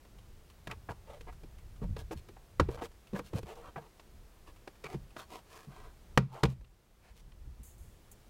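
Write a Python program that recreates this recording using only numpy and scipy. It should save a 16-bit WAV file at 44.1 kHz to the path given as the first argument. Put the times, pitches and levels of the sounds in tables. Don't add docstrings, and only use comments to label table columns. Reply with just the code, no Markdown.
import sys
import numpy as np
from scipy import signal
from scipy.fft import rfft, irfft, next_fast_len
from scipy.io import wavfile

SR = 44100
rng = np.random.default_rng(int(sys.argv[2]) if len(sys.argv) > 2 else 0)


def int16_out(signal):
    q = np.round(np.clip(np.atleast_2d(signal).T, -1, 1) * 32767)
    wavfile.write(sys.argv[1], SR, q.astype(np.int16))


N = 365629
T = np.arange(SR // 2) / SR
BLOW_S, BOOM_S = .015, .05
# frequency_hz, level_db
SLIDE_SPECTRUM = [(180, 4.5), (300, -9), (378, -3), (744, -4), (821, -9.5), (907, -4.5), (1300, -6),
                  (1490, -15), (2320, -12.5), (15500, -25.5)]


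def undb(db):
    return 10 ** (np.asarray(db) / 20)


def unit(x, span_s=None):
    head = x if span_s is None else x[:int(span_s * SR)]
    return x / np.sqrt(np.mean(head ** 2) + 1e-20)


def fade(t60, t=T):
    return np.exp(-np.log(1000) * t / max(t60, 1e-3))


def add(out, start_s, x):
    i = int(start_s * SR)
    out[i:i + len(x)] += x[:len(out) - i]


def shape(x, gain):
    size = next_fast_len(len(x))
    hz = np.maximum(np.fft.rfftfreq(size, 1 / SR), 1)
    return unit(irfft(rfft(x, size) * gain(hz), size)[:len(x)])


def colour(x, points):
    hz, db = np.transpose(points)
    return shape(x, lambda f: undb(np.interp(np.log(f), np.log(hz), db)))


def band_gain(hz, edges, order=3):
    return 1 / np.sqrt((1 + (edges[0] / hz) ** (2 * order)) * (1 + (hz / edges[1]) ** (2 * order)))


def band(x, edges):
    return shape(x, lambda f: band_gain(f, edges))


def walk(n, per_s):
    return np.interp(np.arange(n) * per_s / SR, np.arange(256), rng.standard_normal(256))


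def cabin(level_db=-55, waver_db=5.0, wavers_per_s=6):
    # frequency_hz, level_db
    spectrum = [(12, -34.5), (20, 4.5), (66, -3), (148, -12.5), (225, -14.5), (259, -22), (342, -16),
                (372, -17), (597, -22), (649, -22), (1720, -29), (15500, -39.5)]
    air = colour(rng.standard_normal(N), spectrum)
    rumble = signal.sosfilt(signal.butter(2, 160, fs=SR, output="sos"), air[::-1])[::-1]
    rumble = signal.sosfilt(signal.butter(2, 160, fs=SR, output="sos"), rumble)
    waver = undb(waver_db * walk(N, wavers_per_s))
    return undb(level_db) * unit(air + rumble * (waver - 1))


def handling(still_hand_db=-72):
    # peak_s, level_db, swell_and_ebb_s
    shifts = [(.85, -51.5, 0.2), (1.95, -36.5, 0.13), (2.7, -42, 0.087), (6.6, -40.5, .06),
              (7.5, -51.5, .24)]
    t = np.arange(N) / SR
    swells = sum(undb(db) * np.exp(-np.abs(t - peak_s) / span_s) for peak_s, db, span_s in shifts)
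    return (undb(still_hand_db) + swells) * band(rng.standard_normal(N), (24, 75))


def spot_gain(hz, spot_hz, lift=1.8, width=.1):
    return 1 + lift / (1 + (np.log(hz / spot_hz) / width) ** 2)


def shell(ring_scale, gain, scatter_db=4.5):
    # pitch_hz, level_db
    modes = [(285, -3.5), (334, 1.5), (398, -6.5), (458, 8), (598, -5.5), (775, -0.5), (937, 2), (1065, -3),
             (1190, -9.5), (1400, -1), (1530, -1), (1660, 1), (1920, -3), (2080, -12.5), (2270, -9.5),
             (2520, -13.5), (2710, -7), (3130, -6.5), (3730, -18.5), (3880, -10), (4090, -13.5), (4400, -7),
             (5540, -17.5)]
    weights = undb(scatter_db * rng.standard_normal(len(modes))) * rng.choice([-1, 1], len(modes))
    t = T[:SR // 8]
    out = np.zeros(len(t))
    for weight, (hz, db) in zip(weights, modes):
        t60 = 0.058 * ring_scale * (hz / 400) ** (-1 / 4)
        out += weight * gain(hz) * undb(db) * np.sin(2 * np.pi * hz * t) * fade(t60, t)
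    return out


def boom(centre_hz, ring_scale, rise_s=0.00077, width_oct=0.85, trim_db=-9):
    # pitch_hz, level_db, base_t60_s
    modes = [(56.3, 5.5, 0.12), (70, 2.5, 0.16), (82, -5, 0.065), (125.3, -6, 0.37), (145.6, 1, 0.16),
             (176, -0.5, 0.2), (201.6, 2.5, .16)]
    flex = np.sin(2 * np.pi * centre_hz * T) * fade(.24 * ring_scale)
    panels = np.zeros(len(T))
    for k, (hz, db, t60) in enumerate(modes):
        weight = (-1) ** k * undb(db) / (1 + (np.log2(hz / centre_hz) / width_oct) ** 2)
        panels += weight * np.sin(2 * np.pi * hz * T) * fade(t60 * ring_scale)
    trim = band(rng.standard_normal(len(T)), (centre_hz / 3, 210)) * fade(0.19 * ring_scale)
    swing = unit(flex, BOOM_S) + unit(panels, BOOM_S) + undb(trim_db) * unit(trim, BOOM_S)
    return unit(swing * (1 - np.exp(-T / rise_s)), BOOM_S)


def knock(boom_db, hollow_db, clack_db, tick_db, boom_hz, ring_scale, spot_hz,
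          echo_db=-27, echo_t60=0.24, rebound=0.42, rebound_s=.0032):
    # frequency_hz, level_db
    spectrum = [(150, -32), (260, 0), (481, -2.5), (622, -13.5), (1080, -6.5), (1300, -11.5), (1770, -21.5),
                (1920, -14), (2100, -25.5), (2320, -17), (2950, -25), (3810, -26.5), (5190, -29.5),
                (5650, -33), (15500, -49.5)]
    # low_hz, high_hz
    bands = [(230, 650), (650, 2200), (2200, 16000)]
    levels_db = (hollow_db, clack_db, tick_db)
    base_t60s, mode_shares = (.05, .024, .023), (.95, .75, .35)
    dense_modes = colour(rng.standard_normal(len(T)), spectrum)
    softness_db = np.clip(max(hollow_db, clack_db) - tick_db, 0, 20)
    push_s = 0.00058 * undb(softness_db)
    onset = 1 - np.exp(-T / push_s)
    out = undb(boom_db) * boom(boom_hz, ring_scale)
    for edges, db, t60, mode_share in zip(bands, levels_db, base_t60s, mode_shares):
        gain = lambda f: band_gain(f, edges) * spot_gain(f, spot_hz)
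        decay = fade(t60 * ring_scale)
        add(decay, rebound_s, rebound * decay)
        echo = undb(echo_db) * band(dense_modes, edges) * fade(echo_t60)
        crack = unit(shape(dense_modes, gain) * decay + echo, BLOW_S)
        add(crack, 0, mode_share * unit(shell(ring_scale, gain), BLOW_S))
        out += undb(db) * unit(crack * onset, BLOW_S)
    return out


def band_levels(db, treble_db, spot_hz, even_hz, lean_db_per_oct):
    lean_db = np.clip(lean_db_per_oct * np.log2(spot_hz / even_hz), -18, 14)
    return db - max(lean_db, 0), db + min(lean_db, 0), db + treble_db


def rub(length_s, db, hiss_db, spot_hz, slips_per_s=600, spread_db=4.0, uneven_db=2, grips_per_s=55):
    # low_hz, high_hz
    bands = [(250, 800), (800, 2500), (2500, 16000)]
    n = int(max(length_s, .01) * SR)
    total = n + SR // 10
    pressure = np.zeros(total)
    pressure[:n] = signal.windows.tukey(n, .9) * undb(uneven_db * walk(n, grips_per_s))
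    slipping = rng.random(total) < slips_per_s / SR
    sizes = undb(spread_db * np.minimum(rng.exponential(size=total), 4))
    slips = slipping * sizes * rng.choice([-1, 1], total)
    force = pressure * (slips + 0.27 * rng.standard_normal(total))
    ringing = unit(signal.fftconvolve(force, shell(1, np.ones_like))[:total])
    scrape = colour(force, SLIDE_SPECTRUM) + 0.47 * ringing
    scrape = shape(scrape, lambda f: spot_gain(f, spot_hz, lift=1, width=.19))
    levels_db = band_levels(db, hiss_db, spot_hz, even_hz=1110, lean_db_per_oct=10)
    return sum(undb(level) * unit(band(scrape, edges), n / SR) for edges, level in zip(bands, levels_db))


def taps(boom_db=-17, skid_db=-8.5, graze_s=.004):
    # start_s, level_db, tick_over_level_db, spot_hz, skid_s
    contacts = [(.05, -65, -9, 600, 0.0037), (0.672, -50.5, 1, 690, 0.014), (0.712, -53, 8, 2670, 0.0011),
                (.888, -42, -29, 748, 0.049), (1.208, -57.5, -1.5, 450, 0.021),
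                (1.434, -54.5, -14.5, 337, 0.011), (1.815, -45, -41, 419.7, 0.055),
                (1.965, -50, -4, 610, 0.075), (2.109, -41, -18.5, 481, 0.045),
                (2.287, -52, -11, 374, 0.0022), (2.365, -57, -28, 780, 0.0013), (2.686, -32.5, -27, 416, 0),
                (2.819, -40, -17.5, 450, 0.066), (3.131, -41.5, -24, 355, 0.093),
                (3.192, -40, -16, 518.3, 0.0087), (3.331, -39.5, -19, 415, 0.086),
                (3.43, -50, -12, 429.4, 0.0012), (3.759, -42.5, -46, 794, 0.051),
                (3.996, -64, 2.5, 617, 0.022), (4.674, -48.5, -6.5, 533, 0), (4.841, -45, -6, 486, 0.011),
                (4.941, -40, -19, 340.4, 0), (5.164, -48.5, -11.5, 670, 0), (6.609, -60.5, -9, 540, 0),
                (6.645, -74, 10, 2790, 0), (7.319, -73.5, 7.5, 3104, 0.0063)]
    out = np.zeros(N)
    for start_s, db, hardness_db, spot_hz, skid_s in contacts:
        levels_db = band_levels(db, hardness_db, spot_hz, even_hz=640, lean_db_per_oct=29.5)
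        add(out, start_s, knock(db + boom_db, *levels_db, boom_hz=77.1, ring_scale=1, spot_hz=spot_hz))
        if skid_s > 0:
            hiss_db = 0.47 * hardness_db - 0.5
            add(out, start_s - graze_s, rub(skid_s, db + skid_db, hiss_db, spot_hz * 1.01))
    return out


def fidgets(count=16, ring_t60=0.07):
    out = np.zeros(N)
    for start_s, db, spot_hz in rng.uniform((.1, -68, 900), (6, -60, 3200), (count, 3)):
        friction = colour(rng.standard_normal(len(T)), SLIDE_SPECTRUM)
        tick = shape(friction, lambda f: band_gain(f, (800, 16000)) * spot_gain(f, spot_hz))
        add(out, start_s, undb(db) * unit(tick * fade(ring_t60), BLOW_S))
    return out


def thumps():
    # start_s, level_db, boom_hz
    flexes = [(.673, -48, 117.5), (.89, -45.5, 94), (1.431, -57, 121.1), (1.818, -39, 171.7),
              (1.844, -42, 64), (1.893, -38, 84), (1.965, -43, 66), (2.144, -44.5, 82.6), (2.685, -40, 65),
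              (3.129, -37, 195.2), (3.337, -34.5, 103.1), (3.43, -47.5, 76), (3.764, -49, 146.2),
              (4.84, -56, 143.9), (4.941, -40, 138.4), (5.672, -48.5, 138.6), (7.261, -48, 55),
              (7.471, -44.5, 60), (7.596, -44.5, 56)]
    out = np.zeros(N)
    for start_s, db, boom_hz in flexes:
        ring_scale = 0.87 + 0.31 * np.log2(boom_hz / 100)
        add(out, start_s, undb(db) * boom(boom_hz, ring_scale, rise_s=0.002))
    return out


def rubs():
    # start_s, end_s, level_db, hiss_over_level_db, spot_hz
    strokes = [(.681, 0.749, -54, -14.5, 1300), (1.035, 1.212, -57.5, -14.5, 630),
               (1.262, 1.315, -56, -25, 1000), (2.146, 2.217, -74, 9, 370), (2.686, 2.781, -50, -12, 399),
               (2.765, 2.813, -55, -16, 1200), (2.801, 2.843, -46.5, -17, 730),
               (3.141, 3.184, -50.5, -26, 1250), (3.227, 3.309, -76, 11.5, 400),
               (3.437, 3.565, -53.5, -12, 650), (3.539, 3.632, -55.5, -18, 384),
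               (3.602, 3.728, -60, -14.5, 1040), (3.794, 3.896, -65.5, -15, 885),
               (4.457, 4.52, -64.5, -6, 920), (4.83, 4.884, -50.5, -12.5, 2400),
               (4.863, 4.982, -55.5, -10, 800), (5.143, 5.263, -59, -0.5, 1360),
               (5.272, 5.422, -56.5, -5, 870), (5.426, 5.706, -66, 0.5, 1010),
               (5.642, 5.943, -65, -8, 1050), (6.264, 6.472, -52, -10.5, 900), (6.334, 6.4, -50, -32, 1170),
               (6.468, 6.553, -62, 1, 600), (7.002, 7.147, -68.5, -3, 1880),
               (7.134, 7.231, -74.5, 8.5, 700)]
    out = np.zeros(N)
    for start_s, end_s, db, hiss_db, spot_hz in strokes:
        add(out, start_s, rub(end_s - start_s, db, hiss_db, spot_hz))
    return out


def bangs():
    # start_s, boom_db, hollow_db, clack_db, tick_db, boom_hz, ring_scale, spot_hz
    blows = [(2.597, -26, -24, -28.5, -34.5, 85.5, 1.2, 1400),
             (6.175, -18, -20, -21, -24, 134.3, 1.25, 1450), (6.433, -18.5, -20, -26, -25, 131.3, 1.1, 324),
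             (6.452, -34, -38, -42, -36, 64, 1.5, 695)]
    out = np.zeros(N)
    for start_s, *blow in blows:
        add(out, start_s, knock(*blow))
    return out


def rustles(snap=0.9, snap_t60=0.02):
    # start_s, decay_s, level_db
    bursts = [(7.633, 0.091, -56), (7.78, 0.15, -66), (8.115, 0.019, -56.5)]
    out = np.zeros(N)
    for start_s, decay_s, db in bursts:
        hiss = colour(rng.standard_normal(len(T)), [(5600, -18), (6500, 0), (15000, -6)])
        envelope = np.exp(-(T / decay_s) ** 2) + snap * fade(snap_t60)
        add(out, start_s, undb(db) * hiss * envelope)
    return out


def scene():
    background = cabin() + handling()
    return (background + bangs() + thumps() + rubs() + rustles() + taps() + fidgets())[None]


def record(dry, threshold_db=-21, attack_s=0.006, recover_db_per_s=4.5, top_hz=15850):
    pole = np.exp(-1 / (attack_s * SR))
    power = signal.lfilter([1 - pole], [1, -pole], dry[0] ** 2)
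    over_db = np.maximum(10 * np.log10(power + 1e-12) - threshold_db, 0)
    ramp_db = recover_db_per_s * np.arange(N) / SR
    duck_db = np.maximum.accumulate(over_db + ramp_db) - ramp_db
    top_cut = signal.ellip(10, .2, 70, top_hz, fs=SR, output="sos")
    return signal.sosfilt(top_cut, dry * undb(-duck_db))


dry = scene()
out = record(dry)
int16_out(out)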